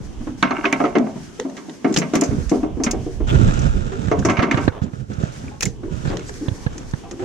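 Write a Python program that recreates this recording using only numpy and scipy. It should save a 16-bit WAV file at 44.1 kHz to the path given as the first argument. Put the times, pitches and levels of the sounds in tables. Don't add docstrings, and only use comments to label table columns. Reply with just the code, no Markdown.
import sys
import numpy as np
from scipy import signal
from scipy.fft import rfft, irfft
from scipy.io import wavfile
from scipy.ndimage import uniform_filter1d

SR = 44100
rng = np.random.default_rng(int(sys.argv[2]) if len(sys.argv) > 2 else 0)


def inscribe(sig):
    pcm = np.round(np.clip(np.atleast_2d(sig).T, -1, 1) * 32767)
    wavfile.write(sys.argv[1], SR, pcm.astype(np.int16))


N = 319453
HIT = int(.4 * SR)
AGE_S = np.arange(HIT) / SR


def undb(db):
    return 10 ** (np.asarray(db) / 20)


def unit(x):
    return x / np.sqrt(np.mean(x ** 2))


def early(x, window_s):
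    return x / np.sqrt(np.mean(x[..., :int(window_s * SR)] ** 2))


def curve(rows):
    return np.interp(np.arange(N) / SR, *np.transpose(rows))


def pan(db):
    gains = np.vstack([undb(db / 2), undb(-db / 2)])
    return gains / np.sqrt(np.mean(gains ** 2, axis=0))


def add(out, t, x):
    i = max(int(t * SR), 0)
    out[:, i:i + x.shape[1]] += x[:, :max(N - i, 0)]


def noise(size, side):
    mid, other = rng.standard_normal((2, size))
    return np.array([mid + side * other, mid - side * other])


def walk(rate_hz):
    hold = int(SR / rate_hz)
    steps = np.repeat(rng.standard_normal(N // hold + 1), hold)
    return unit(uniform_filter1d(uniform_filter1d(steps, hold), hold)[:N])


def ticks(per_s, spread_db):
    chance, size, sign = rng.random(N), rng.exponential(size=N), rng.choice([-1, 1], N)
    return unit((chance < per_s / SR) * sign * undb(spread_db * np.minimum(size, 3.5)))


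def highpass(x, hz):
    return signal.sosfilt(signal.butter(2, hz, "highpass", fs=SR, output="sos"), x)


def colour(x, spectrum):
    size = 8192
    hz, db = np.transpose(spectrum)
    bins_hz = np.arange(size // 2 + 1) * SR / size
    log_gain = np.log(undb(np.interp(np.log(bins_hz + 1), np.log(hz), db)))
    cepstrum = irfft(log_gain)
    cepstrum[1:size // 2] *= 2
    cepstrum[size // 2 + 1:] = 0
    impulse = irfft(np.exp(rfft(cepstrum)))
    return signal.fftconvolve(x, impulse[None], axes=1)[:, :x.shape[1]]


def onset(rise_s):
    return 1 - np.exp(-AGE_S / max(rise_s, 1e-5))


def fade(t60_s):
    return np.exp(-np.log(1000) * AGE_S / max(t60_s, 1e-3))


def gesture(t, length_s, rise_s, release_s):
    age = np.arange(N) / SR - t
    attack = np.clip(age / max(rise_s, 1e-3), 0, 1)
    return attack * np.exp(-np.clip((age - length_s) / max(release_s, 1e-3), 0, 20))


def burst(spectrum, t60_s, tail_s, tail_db, rise_s, side, window_s):
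    envelope = (fade(t60_s) + undb(tail_db) * fade(tail_s)) * onset(rise_s)
    return early(colour(noise(HIT, side) * envelope, spectrum), window_s)


def ring(modes, t60_s, scatter_db, detune, port_rad, rise_s, centre_hz, octaves):
    hz, db, factor = np.transpose(modes)[:, :, None]
    size, tune, place, port = rng.standard_normal((4, len(modes), 1))
    gain = undb(db + scatter_db * size) / (1 + (np.log2(hz / centre_hz) / octaves) ** 2)
    life_s = np.clip(t60_s * factor, .02, .33)
    decay = gain * np.exp(-np.log(1000) * AGE_S / life_s)
    phase = 2 * np.pi * hz * (1 + detune * tune) * AGE_S + 1.09 * place
    stereo = np.array([(decay * np.sin(phase + sign * port_rad * port)).sum(0) for sign in (1, -1)])
    return early(stereo * onset(rise_s), 0.035)


# t/s, length/s, gain/dB
PORT_COVERS = [(3.29,0.69,-4.5), (4.687,0.25,-7), (5.009,0.12,-6.5), (5.501,0.081,-5), (5.707,0.22,-1.5)]


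def cover_db():
    return sum(db * gesture(t, length, rise_s=0.014, release_s=0.11) for t, length, db in PORT_COVERS)


# f/Hz, level/dB
WASH_SPECTRUM = [(65, -30), (110, -15.5), (167, -3.5), (274, -1), (352, -4), (470, -8.5), (532, -14),
                 (795, -14.5), (1310, -21), (1820, -31.5), (3000, -23), (3900, -22.5), (6600, -120)]
HISS_SPECTRUM = [(880, -44), (1500, 8.5), (1900, 6), (2300, 3.5), (2700, -4.5), (6180, 6.5), (7600, 0),
                 (10000, -7.5), (14600, -22.5), (15500, -53), (16000, -83)]
# t/s, length/s, level/dB
RIPPLES = [(0,0.057,-50), (0.372,0.052,-46), (0.758,0.14,-48), (1.039,0.26,-50.5), (1.48,0.044,-52),
           (1.87,0.69,-48.5), (4.607,0.074,-46.5), (5.317,0.066,-42.5), (6.15,0.53,-50.5)]


def water(wash_db=-40, hiss_db=-51.5, slosh_db=3, flicker_db=2.36):
    wash = np.zeros((2, N))
    for hz in 125 * 2 ** np.arange(0, 5, .5):
        band = signal.butter(2, [hz / 2 ** .25, hz * 2 ** .25], "bandpass", fs=SR, output="sos")
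        wash += signal.sosfilt(band, noise(N, 0.72)) * undb(slosh_db * walk(11))
    wash = unit(colour(wash, WASH_SPECTRUM)) * undb(wash_db) * pan(0.43)
    fizz_power = sum((undb(db) * gesture(t, length, rise_s=0.0068, release_s=0.02)) ** 2
                     for t, length, db in RIPPLES)
    hiss = unit(colour(noise(N, 0.91), HISS_SPECTRUM))
    hiss *= np.sqrt(undb(hiss_db) ** 2 + fizz_power) * undb(flicker_db * walk(26))
    dip_db = cover_db()
    return wash * undb(1.9 * dip_db) + hiss * undb(dip_db)


# t/s, length/s, start f/Hz, end f/Hz, level/dB
AIR_POCKETS = [(1.382, 0.051, 470, 500, -32.5), (6.408, 0.039, 296, 332, -24.5),
               (6.437, 0.042, 400, 370, -38), (7.172, 0.052, 374, 392, -35.5)]


def gurgles(waver=0.085, flutter_db=3):
    out = np.zeros((2, N))
    for t, length, start_hz, end_hz, db in AIR_POCKETS:
        progress = np.clip(AGE_S / length, 0, 1)
        hz = (start_hz + (end_hz - start_hz) * progress) * (1 + waver * walk(246)[:HIT])
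        envelope = np.sin(np.pi * progress) * undb(flutter_db * walk(63)[:HIT])
        song = np.sin(2 * np.pi * np.cumsum(hz) / SR) * envelope
        add(out, t, undb(db) * pan(-1) * early(song, length))
    return out


# t/s, level/dB, first pocket f/Hz
HULL_WAVES = [(0.206, -34, 241.6), (0.27, -28.5, 271), (3.919, -32, 388), (4.862, -40.5, 306.5),
              (5.438, -37, 259.6), (5.512, -47.5, 836), (5.655, -38, 301), (5.832, -31, 328.5),
              (5.838, -44.5, 483), (6.101, -27.5, 359.6), (6.135, -31.5, 358), (6.291, -41, 406.6),
              (6.412, -40, 270), (6.459, -35.5, 271), (6.754, -38, 300), (7.036, -43, 775),
              (7.112, -35.5, 341), (7.194, -33.5, 363), (7.221, -32, 365)]


def laps(pockets=7, spread=0.2, stagger_s=.012, t60_s=0.26, glide=0.282, splash_db=-3):
    out = np.zeros((2, N))
    for t, db, hz in HULL_WAVES:
        gulp = np.zeros((2, HIT))
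        for k, (size, late, place) in enumerate(rng.standard_normal((pockets, 3))):
            delay = int(k * stagger_s * abs(late) * SR)
            pocket_hz = hz * np.exp(spread * size * np.sqrt(k))
            phase = 2 * np.pi * pocket_hz * AGE_S * (1 + glide * AGE_S)
            pocket = np.sin(phase) * fade(t60_s) * onset(0.00045)
            gulp[:, delay:] += pan(3 * place) * pocket[:HIT - delay] / (1 + 0.62 * k)
        dull = [(hz / 3, -25), (hz, 0), (1.1 * hz, -2), (1.2 * hz, -11),
                (5 * hz, -22), (14 * hz, -45), (40 * hz, -80)]
        splash = burst(dull, t60_s=0.18, tail_s=0.13, tail_db=-26,
                       rise_s=0.0013, side=0.77, window_s=0.015)
        add(out, t, undb(db) * early(early(gulp, 0.047) + undb(splash_db) * splash, 0.11))
    return out


# f/Hz, level/dB
GUST_SPECTRUM = [(10,-37), (22,7), (45,0), (70,0.5), (130,-20), (400,-72)]
# t/s, level/dB
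BODY_MOTION = [(0,-29), (.5,-49), (1.2,-47), (1.7,-74), (2.12,-60), (2.32,-35.5), (3.08,-27.5), (3.31,-19),
               (3.85,-25.5), (4.15,-39), (4.85,-47), (5.9,-36.5), (6.1,-25), (6.22,-41.5), (6.85,-35.5),
               (7.24,-51)]


def buffeting(swing_db=3, trim_db=0.5):
    gusts = unit(colour(noise(N, 0.67), GUST_SPECTRUM) * undb(swing_db * walk(18)))
    return gusts * undb(curve(BODY_MOTION) + trim_db) * pan(-4)


# t/s, length/s, slip rate/Hz, level/dB, base f/Hz
CLOTH_CREAKS = [(3.28, 0.039, 160, -31.5, 2820), (3.35, 0.018, 300, -42, 2730),
                (3.535, 0.09, 210, -53, 2660), (4.821, 0.03, 330, -50.5, 5900),
                (5.13, 0.015, 360, -52, 5550), (5.196, 0.071, 370, -55, 5700),
                (6.064, .055, 280, -44, 4120), (6.257, 0.051, 360, -44, 6400)]


def creaks(jitter=0.16, slip_db=2, slip_s=0.001):
    out = np.zeros((2, N))
    for t, length, rate_hz, db, hz in CLOTH_CREAKS:
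        cycles = np.cumsum(rate_hz * np.exp(jitter * walk(140)[:HIT])) / SR
        arch = np.sin(np.pi * np.clip(AGE_S / length, 0, 1))
        slips = np.exp(-(cycles % 1) / (rate_hz * slip_s)) * arch * undb(slip_db * walk(197)[:HIT])
        weave = [(hz / 3, -18), (1.26 * hz, -1), (1.09 * hz, 0), (1.19 * hz, -17), (3 * hz, -42)]
        creak = colour(noise(HIT, 0.59) * slips, weave)
        add(out, t, undb(db) * pan(1) * early(creak, 0.033))
    return out


# t/s, length/s, level/dB
BRUSHES = [(4.695, 0.084, -34), (4.837, .06, -51), (6.082, 0.048, -29)]
# f/Hz, level/dB
BRUSH_SPECTRUM = [(200, -4), (400, 2), (700, -0.5), (1050, -4), (1700, -14), (2200, -20), (3500, -21),
                  (6000, -50.5)]


def rubs(grain_db=3):
    press = sum(undb(db) * gesture(t, length, rise_s=0.039, release_s=0.03) for t, length, db in BRUSHES)
    friction = noise(N, 0.62) * undb(grain_db * walk(300))
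    return unit(colour(friction, BRUSH_SPECTRUM)) * press * pan(-1.5)


# t/s, length/s, rise/s, rumble/dB, rustle/dB, rumble pan/dB
CLOTH_DRAGS = [(0,0.024,0.0036,-23.5,-60,4), (2.238,0.18,0.013,-28,-48,-25),
               (3.265,0.077,.025,-13.5,-33.5,-10), (3.342,0.33,0.016,-18.5,-34.5,-22),
               (3.596,0.5,0.016,-22,-40.5,-16.5), (4.14,0.15,0.048,-17,-45.5,-0.5),
               (4.526,0.12,0.017,-16.5,-41.5,-8.5), (4.812,0.022,.01,-16.5,-41.5,-12),
               (4.916,0.11,0.012,-30,-50.5,-16), (5.081,0.1,0.032,-27,-44.5,-10),
               (5.181,0.1,0.027,-22.5,-41.5,-8), (5.304,0.25,0.025,-32.5,-50,-3),
               (5.629,0.041,0.011,-21,-64,-14), (5.881,0.15,0.044,-27.5,-46,-27),
               (6.044,0.071,0.012,-18.5,-39.5,-6.5), (6.164,0.088,.02,-34,-48,1),
               (6.69,0.13,0.016,-39,-49.5,1), (7.183,0.069,.02,-31,-45.5,-12)]
# f/Hz, level/dB
RUMBLE_SPECTRUM = [(15,-31), (30,-41), (55,-2.5), (90,-1.5), (125,3.5), (160,-4.5), (205,-4.5), (300,-12.5),
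                   (450,-18.5), (650,-28.5), (1000,-71.5)]
RUSTLE_SPECTRUM = [(290,-26), (500,-0.5), (815,-15), (1080,-14), (1250,-7), (1375,-10), (1520,-7.5),
                   (2100,-15), (2580,-12), (3200,-17), (3650,-13.5), (4200,-22), (5600,-16.5), (7000,-16),
                   (8000,-19.5), (8800,-32.5), (12000,-44.5), (14000,-74)]
CASE_SPECTRUM = [(290, -23), (520, -1.5), (720, -1), (1130, -13.5), (1370, -3), (1620, -12), (2050, -25),
                 (2600, -19.5), (4240, -28), (6500, -66)]


def clothing(lurch_db=4, grain_db=2, rocking_db=5, snag_db=-11, sway_db=-41, port_lag_s=8e-5):
    rumble_power, rustle_power = np.zeros((2, N)), np.zeros(N)
    for t, length, rise_s, rumble_db, rustle_db, pan_db in CLOTH_DRAGS:
        drag = gesture(t, length, rise_s, release_s=0.035)
        rumble_power += (drag * undb(rumble_db) * pan(pan_db)) ** 2
        rustle_power += (drag * undb(rustle_db)) ** 2
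    motion_db = curve(BODY_MOTION)
    rumble_power += (undb(sway_db + 0.41 * (motion_db - motion_db.mean())) * pan(-5.5)) ** 2
    lurch = walk(35)
    rumble = unit(colour(noise(N, 0.47), RUMBLE_SPECTRUM) * undb(lurch_db * lurch))
    grains = undb(grain_db * walk(440) + 0.47 * lurch)
    snags = undb(snag_db) * ticks(per_s=150, spread_db=7.5)
    rustle = unit(colour((noise(N, 0.91) + snags) * grains, RUSTLE_SPECTRUM))
    rustle *= undb(0.7 * cover_db() + 1)
    case = unit(colour(rng.standard_normal((1, N)) * grains, CASE_SPECTRUM))[0]
    time_s = np.arange(N) / SR
    rocking = undb(rocking_db) * np.array([-np.interp(time_s - port_lag_s, time_s, case), case])
    return rumble * np.sqrt(rumble_power) + (rustle + rocking) * np.sqrt(rustle_power) * pan(-1.3)


# t/s, thud/dB, thud f/Hz, tick/dB
HOUSING_BUMPS = [(2.29,-13.5,105,-46), (2.383,-13,136,-66), (2.465,-19,49.5,-62), (2.746,-26,55,-64),
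                 (3.211,-16.5,50,-47), (3.355,-12.5,63,-26), (3.431,-13.5,103,-37), (3.485,-9,116,-28.5),
                 (3.691,-13,54.5,-55), (4.083,-11.5,119,-29.5), (4.186,-13.5,103,-35), (4.387,-10,117,-41),
                 (4.543,-12,129,-21), (4.678,-5.5,274,-17.5), (4.683,-12,105,-45), (4.819,-16,133,-40),
                 (4.935,-22.5,137,-42), (5.117,-35,129,-38), (5.183,-18,99,-52), (5.235,-11.5,150,-33),
                 (6.052,-19,131,-32), (6.077,-15.5,124,-30), (6.292,-46,130,-31), (6.482,-13,117,-28.5),
                 (6.515,-17.5,93,-43), (6.664,-12,129,-27), (6.936,-14.5,127,-30)]
# f/Hz, level/dB
TICK_SPECTRUM = [(290, -49), (500, 5), (694, -7), (841, -3), (1130, -9.5), (1350, -10.5), (1650, -0.5),
                 (2080, -13.5), (2550, -20.5), (4240, -18.5), (5000, -39), (6500, -77), (11000, -120)]


def bumps(t60_cycles=3.7, lowpass_hz=700):
    out = np.zeros((2, N))
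    soften = signal.butter(1, lowpass_hz, fs=SR, output="sos")
    for t, thud_db, hz, tick_db in HOUSING_BUMPS:
        swing = -np.sin(2 * np.pi * hz * AGE_S) * fade(t60_cycles / hz)
        thud = signal.sosfilt(soften, highpass(swing, 0.61 * hz))
        add(out, t, undb(thud_db) * pan(-16.5) * early(thud, 0.0066))
        tick = burst(TICK_SPECTRUM, t60_s=0.037, tail_s=0.037, tail_db=-31,
                     rise_s=0.00043, side=1.64, window_s=0.0061)
        add(out, t, undb(tick_db) * pan(0.22) * tick)
    return out


# t/s, level/dB, f/Hz
SHARP_CLICKS = [(0.427,-25.5,4160), (0.429,-16,1530), (0.508,-36,4280), (0.508,-20.5,1220),
                (0.644,-17.5,1563), (0.653,-17.5,2570), (.727,-14,2320), (0.803,-20.5,1240),
                (.841,-23,1260), (1.965,-20,3240), (1.973,-16,5000), (2.211,-20.5,7120), (2.836,-20.5,6160),
                (2.913,-21.5,6600), (4.226,-31,1520), (4.512,-17.5,2200), (4.693,-37,1490), (5.236,-35,623),
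                (5.481,-38,2350), (5.608,-24.5,2550), (5.63,-19,5200), (5.63,-21.5,2550), (5.658,-28,2120),
                (2.153,-31,2630), (5.654,-20,7160), (6.207,-47,2180), (6.484,-33,3480)]


def clicks(t60_cycles=65, split=0.023, ping_db=2):
    out = np.zeros((2, N))
    for t, db, hz in SHARP_CLICKS:
        peak = [(hz / 3, -30), (0.54 * hz, -15), (hz, 0),
                (1.206 * hz, -15), (1.98 * hz, -34), (5 * hz, -65)]
        tick = burst(peak, t60_s=t60_cycles / hz, tail_s=0.029, tail_db=-28,
                     rise_s=0.00044, side=0.49, window_s=0.0058)
        pair = [(hz * (1 - split), 0, 1), (hz * (1 + split), 0, 1)]
        ping = ring(pair, t60_s=t60_cycles / hz, scatter_db=-2, detune=.006,
                    port_rad=0.24, rise_s=0.00059, centre_hz=hz, octaves=1)
        click = tick + undb(ping_db) * early(ping, 0.0023)
        add(out, t, undb(db) * pan(-1.9) * early(click, 0.0031))
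    return out


# t/s, spray/dB, smack/dB, spray T60/s
TAIL_SLAPS = [(0.427, -30, -15.5, 0.011), (0.651, -46, -46, 0.022), (0.726, -25.5, -39, 0.011),
              (0.984, -38.5, -29, 0.019), (1.398, -31.5, -22.5, 0.019), (1.498, -47, -42, 0.02),
              (1.567, -43, -37, 0.13), (1.695, -47.5, -35.5, 0.042), (1.925, -37, -36, 0.05),
              (1.941, -25.5, -28, 0.042), (1.962, -23, -15.5, 0.066), (1.972, -20, -25, 0.043),
              (1.985, -21.5, -44, 0.081), (2.136, -35, -31.5, 0.2), (2.153, -23.5, -27, 0.091),
              (2.211, -25, -40, 0.066), (2.236, -26, -43, 0.12), (2.494, -30, -34.5, 0.083),
              (2.836, -20, -36, 0.1), (2.91, -23.5, -53, 0.061), (3.539, -36.5, -52, 0.029),
              (3.591, -33.5, -50, 0.043), (3.618, -38, -49, 0.04), (4.191, -36.5, -38, 0.055),
              (4.25, -23.5, -43, 0.089), (4.297, -33, -50, 0.13), (4.424, -38, -24, 0.098),
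              (4.511, -34, -28, 0.061), (4.574, -40.5, -42, 0.028), (5.608, -25, -25, 0.014),
              (5.624, -23, -23.5, 0.032), (5.629, -20, -21, 0.038), (5.655, -31, -35, 0.15),
              (6.17, -35, -28, 0.011), (6.194, -43, -34, 0.012), (6.34, -45, -42, 0.012),
              (6.779, -35.5, -39, 0.028), (6.911, -44.5, -54, 0.015), (7.111, -36, -37.5, 0.043)]
# t/s, level/dB
TAIL_SNAPS = [(.726, -39), (1.941, -43), (1.964, -49), (1.972, -45), (1.985, -35), (2.154, -35),
              (2.211, -37), (2.237, -46), (2.837, -39), (2.911, -38), (5.607, -35), (5.628, -30.5),
              (5.656, -37)]
# f/Hz, level/dB
SPRAY_SPECTRUM = [(1200, -28), (2500, -5.5), (3700, -17.5), (5000, -4), (6300, 3.5), (7200, -2),
                  (8500, -14.5), (11000, -26), (15000, -54), (17000, -47)]
SMACK_SPECTRUM = [(400,4.5), (900,0), (1300,-0.5), (1700,2.5), (1950,5.5), (2350,-7.5), (2700,-1.5),
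                  (3200,-0.5), (4200,-2), (7000,-35), (14000,-39)]
SNAP_SPECTRUM = [(5000, -35), (9000, 7), (13000, -5), (16000, -3)]


def slaps():
    out = np.zeros((2, N))
    for t, spray_db, smack_db, t60_s in TAIL_SLAPS:
        spray = burst(SPRAY_SPECTRUM, t60_s, tail_s=0.075, tail_db=-16,
                      rise_s=0.00027, side=0.78, window_s=0.0067)
        smack = burst(SMACK_SPECTRUM, 0.75 * t60_s, tail_s=0.19, tail_db=-20,
                      rise_s=0.00023, side=0.56, window_s=0.0025)
        add(out, t, undb(spray_db) * pan(0.28) * spray + undb(smack_db) * pan(-3.1) * smack)
    for t, db in TAIL_SNAPS:
        snap = burst(SNAP_SPECTRUM, t60_s=0.012, tail_s=0.083, tail_db=-12,
                     rise_s=0.0002, side=1, window_s=0.0058)
        add(out, t, undb(db) * snap)
    return out


# f/Hz, level/dB, T60 factor
DECK_MODES = [(932,5,2.3), (961,0.5,2.3), (1086,3.5,1.6), (1160,5,0.7), (1205,3,0.64), (1338,7.5,0.61),
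              (1398,-6,0.38), (1545,-1.5,2), (1642,5,0.39), (1690,-5,0.37), (1906,-8,.4), (2087,2.5,0.55),
              (2170,6.5,0.5), (2340,-4,0.37), (2700,2,0.33), (2860,-5,0.36), (2900,-1,0.33)]
# f/Hz, level/dB
DECK_SPECTRUM = [(550, -12.5), (900, -5), (1180, 2.5), (1350, -5.5), (1580, -6), (1850, -3.5), (2130, -0.5),
                 (2700, -5.5), (3700, -11), (5000, -13.5), (6200, -8), (9000, -39), (16000, -113)]


def deck_clatter(hz, ring_db=-3):
    contact = [(hz / 3, -6), (hz, 0), (1.04 * hz, 0), (4 * hz, -16)]
    crack = burst(DECK_SPECTRUM, t60_s=0.085, tail_s=0.4, tail_db=-17,
                  rise_s=0.0003, side=0.52, window_s=.02)
    crack = early(colour(crack, contact), 0.02)
    plates = ring(DECK_MODES, t60_s=0.28, scatter_db=0, detune=0.0079,
                  port_rad=1, rise_s=0.0028, centre_hz=hz, octaves=1)
    return early(crack + undb(ring_db) * plates, 0.017)


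# t/s, length/s, level/dB
GEAR_SPELLS = [(0.456, 0.13, -30), (.68, 0.21, -39), (4.296, 0.29, -36)]


def rattle(relative_db=-11.5, rise_s=0.033, t60_s=0.27):
    power = sum((undb(db) * gesture(t, length, rise_s=0.018, release_s=0.063)) ** 2
                for t, length, db in GEAR_SPELLS)[None]
    for t, _, _, _, clatter_db, _ in FISH_BLOWS:
        shake = undb(clatter_db + relative_db) * fade(t60_s) * onset(rise_s)
        add(power, t, shake[None] ** 2)
    contact = ring(DECK_MODES, t60_s=0.027, scatter_db=6, detune=0.014,
                   port_rad=0.57, rise_s=0.00024, centre_hz=1800, octaves=0.8)
    chatter = signal.fftconvolve(ticks(per_s=260, spread_db=3.5)[None], contact, axes=1)[:, :N]
    return unit(chatter) * np.sqrt(power) * pan(-1)


# f/Hz, level/dB
LID_SPECTRUM = [(380, -53.5), (520, 2.5), (600, 5.5), (690, 5.5), (820, -8.5), (1000, -8), (1400, -16.5),
                (2500, -88)]
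# f/Hz, level/dB, T60 factor
BOX_LID_MODES = [(569, -9, 1.2), (609.6, -14, 1.2), (681, 6.5, 0.49), (715, -0.5, 1.36), (773, -4, 1.45),
                 (882, -5.5, 1.34)]


def lid_knock(ring_db=-4):
    knock = burst(LID_SPECTRUM, t60_s=0.087, tail_s=0.5, tail_db=-4,
                  rise_s=0.00049, side=0.56, window_s=0.011)
    modes = ring(BOX_LID_MODES, t60_s=0.2, scatter_db=6.5, detune=0.0097,
                 port_rad=0.38, rise_s=0.0033, centre_hz=683, octaves=0.92)
    return early(knock + undb(ring_db) * modes, 0.024)


# f/Hz, level/dB, T60 factor
BOX_MODES = [(148.8,-3,2.7), (171.5,-5,2), (188.4,-12,2.4), (213.7,-4,1.8), (237.4,-5,1.66), (259,-8,1.6),
             (277,1.5,0.83), (305.3,-0.5,0.78), (323,9,0.31), (362,-20.5,2.4), (389.5,-1,0.93),
             (415.1,1.5,0.61), (455,-3.5,0.94), (466,-6,0.69)]
# t/s, ratio
BOX_PITCH = [(1.1, .93), (1.8, 1)]


def box_boom(t, hz, thump_db=-1):
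    thump = early(np.sin(2 * np.pi * hz * AGE_S) * fade(0.07) * onset(0.0016), 0.019)
    pitch_ratio = np.interp(t, *np.transpose(BOX_PITCH))
    modes = np.array(BOX_MODES) * [pitch_ratio, 1, 1]
    boom = ring(modes, t60_s=0.28, scatter_db=4.5, detune=0.021,
                port_rad=0.34, rise_s=0.0053, centre_hz=hz, octaves=0.66)
    radiated = highpass(highpass(boom + undb(thump_db) * thump, hz=131), hz=125)
    return early(radiated, 0.038)


# t/s, boom/dB, boom f/Hz, lid/dB, clatter/dB, clatter f/Hz
FISH_BLOWS = [(.426,-17.5,210,-26,-15,1590), (0.507,-24.5,257,-26.5,-23.5,1160),
              (.585,-27.5,300,-38,-36,1160), (0.641,-25.5,305,-53,-23.5,1050),
              (0.654,-21,290,-25,-20.5,1930), (0.726,-20,267,-25.5,-21,2040),
              (.801,-19.5,276,-19.5,-26.5,1190), (.838,-17.5,298,-22.5,-26,1040),
              (0.852,-31,320,-31,-27.5,2030), (.953,-13.5,288,-21.5,-21.5,1750),
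              (.968,-20,240,-30,-40,1770), (.995,-19.5,240,-28,-52,1300), (1.012,-30,267,-38,-55,1300),
              (1.065,-29,253,-32.5,-39,1090), (1.157,-30,188,-43,-46.5,900), (1.393,-29,426,-47,-63,1750),
              (1.449,-23.5,272,-35,-48,910), (1.574,-40.5,284,-61,-38,1650), (1.683,-33,287,-43,-61,1510),
              (1.845,-14.5,288,-23.5,-25,1560), (1.895,-19,207,-45,-40,1190), (1.972,-17,187,-34,-29,2520),
              (2.017,-28,202,-29,-26.5,2270), (2.135,-17.5,293,-24.5,-28,1300),
              (2.151,-16,243,-34,-24,1820), (2.218,-16,293,-22,-28,1740), (2.309,-20.5,220,-50,-41,1425),
              (2.367,-29.5,266,-45.5,-61,1170), (2.515,-13,300,-25,-33.5,1050),
              (2.537,-24.5,251,-35,-43,1010), (2.63,-18.5,293,-29,-36,895), (2.77,-25.5,301,-42,-49,910),
              (2.8,-21.5,306,-32,-39.5,900), (2.838,-26.5,243,-41,-35,1200), (2.864,-20,220,-30.5,-24,1890),
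              (2.932,-23,333,-31.5,-39,900), (3.064,-25,310,-38.5,-59,900), (3.203,-25,308,-37,-42.5,904),
              (4.114,-16.5,356,-20.5,-21.5,785), (4.249,-17,336,-23.5,-22.5,1360),
              (4.286,-19,230,-25,-19.5,1200), (4.296,-29,271,-24,-21,1900), (4.369,-32,227,-36,-23,1880),
              (4.391,-21.5,220,-24,-19.5,1510), (4.42,-28,266,-27,-26.5,1260),
              (4.428,-18.5,243,-38,-20,1460), (4.48,-25,244,-29.5,-44,1100),
              (4.512,-20.5,260,-31,-20.5,1870), (4.572,-21.5,283,-28,-22,1360)]


def thrashing():
    out = np.zeros((2, N))
    for t, boom_db, boom_hz, lid_db, clatter_db, clatter_hz in FISH_BLOWS:
        add(out, t, undb(boom_db) * pan(1.5) * box_boom(t, boom_hz))
        add(out, t, undb(lid_db) * pan(-3) * lid_knock())
        add(out, t, undb(clatter_db) * pan(-4) * deck_clatter(clatter_hz))
    return out


def scene():
    fish = thrashing() + rattle() + slaps() + clicks()
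    wearer = bumps() + clothing() + rubs() + creaks() + buffeting()
    waves = laps() + gurgles() + water()
    return waves + wearer + fish


def record(dry):
    x = highpass(dry, hz=15)
    rounded = x / (1 + x ** 6) ** (1 / 6)
    top_hz = 16000
    return signal.sosfilt(signal.ellip(8, .2, 70, top_hz, fs=SR, output="sos"), rounded)


dry = scene()
out = record(dry)
inscribe(out)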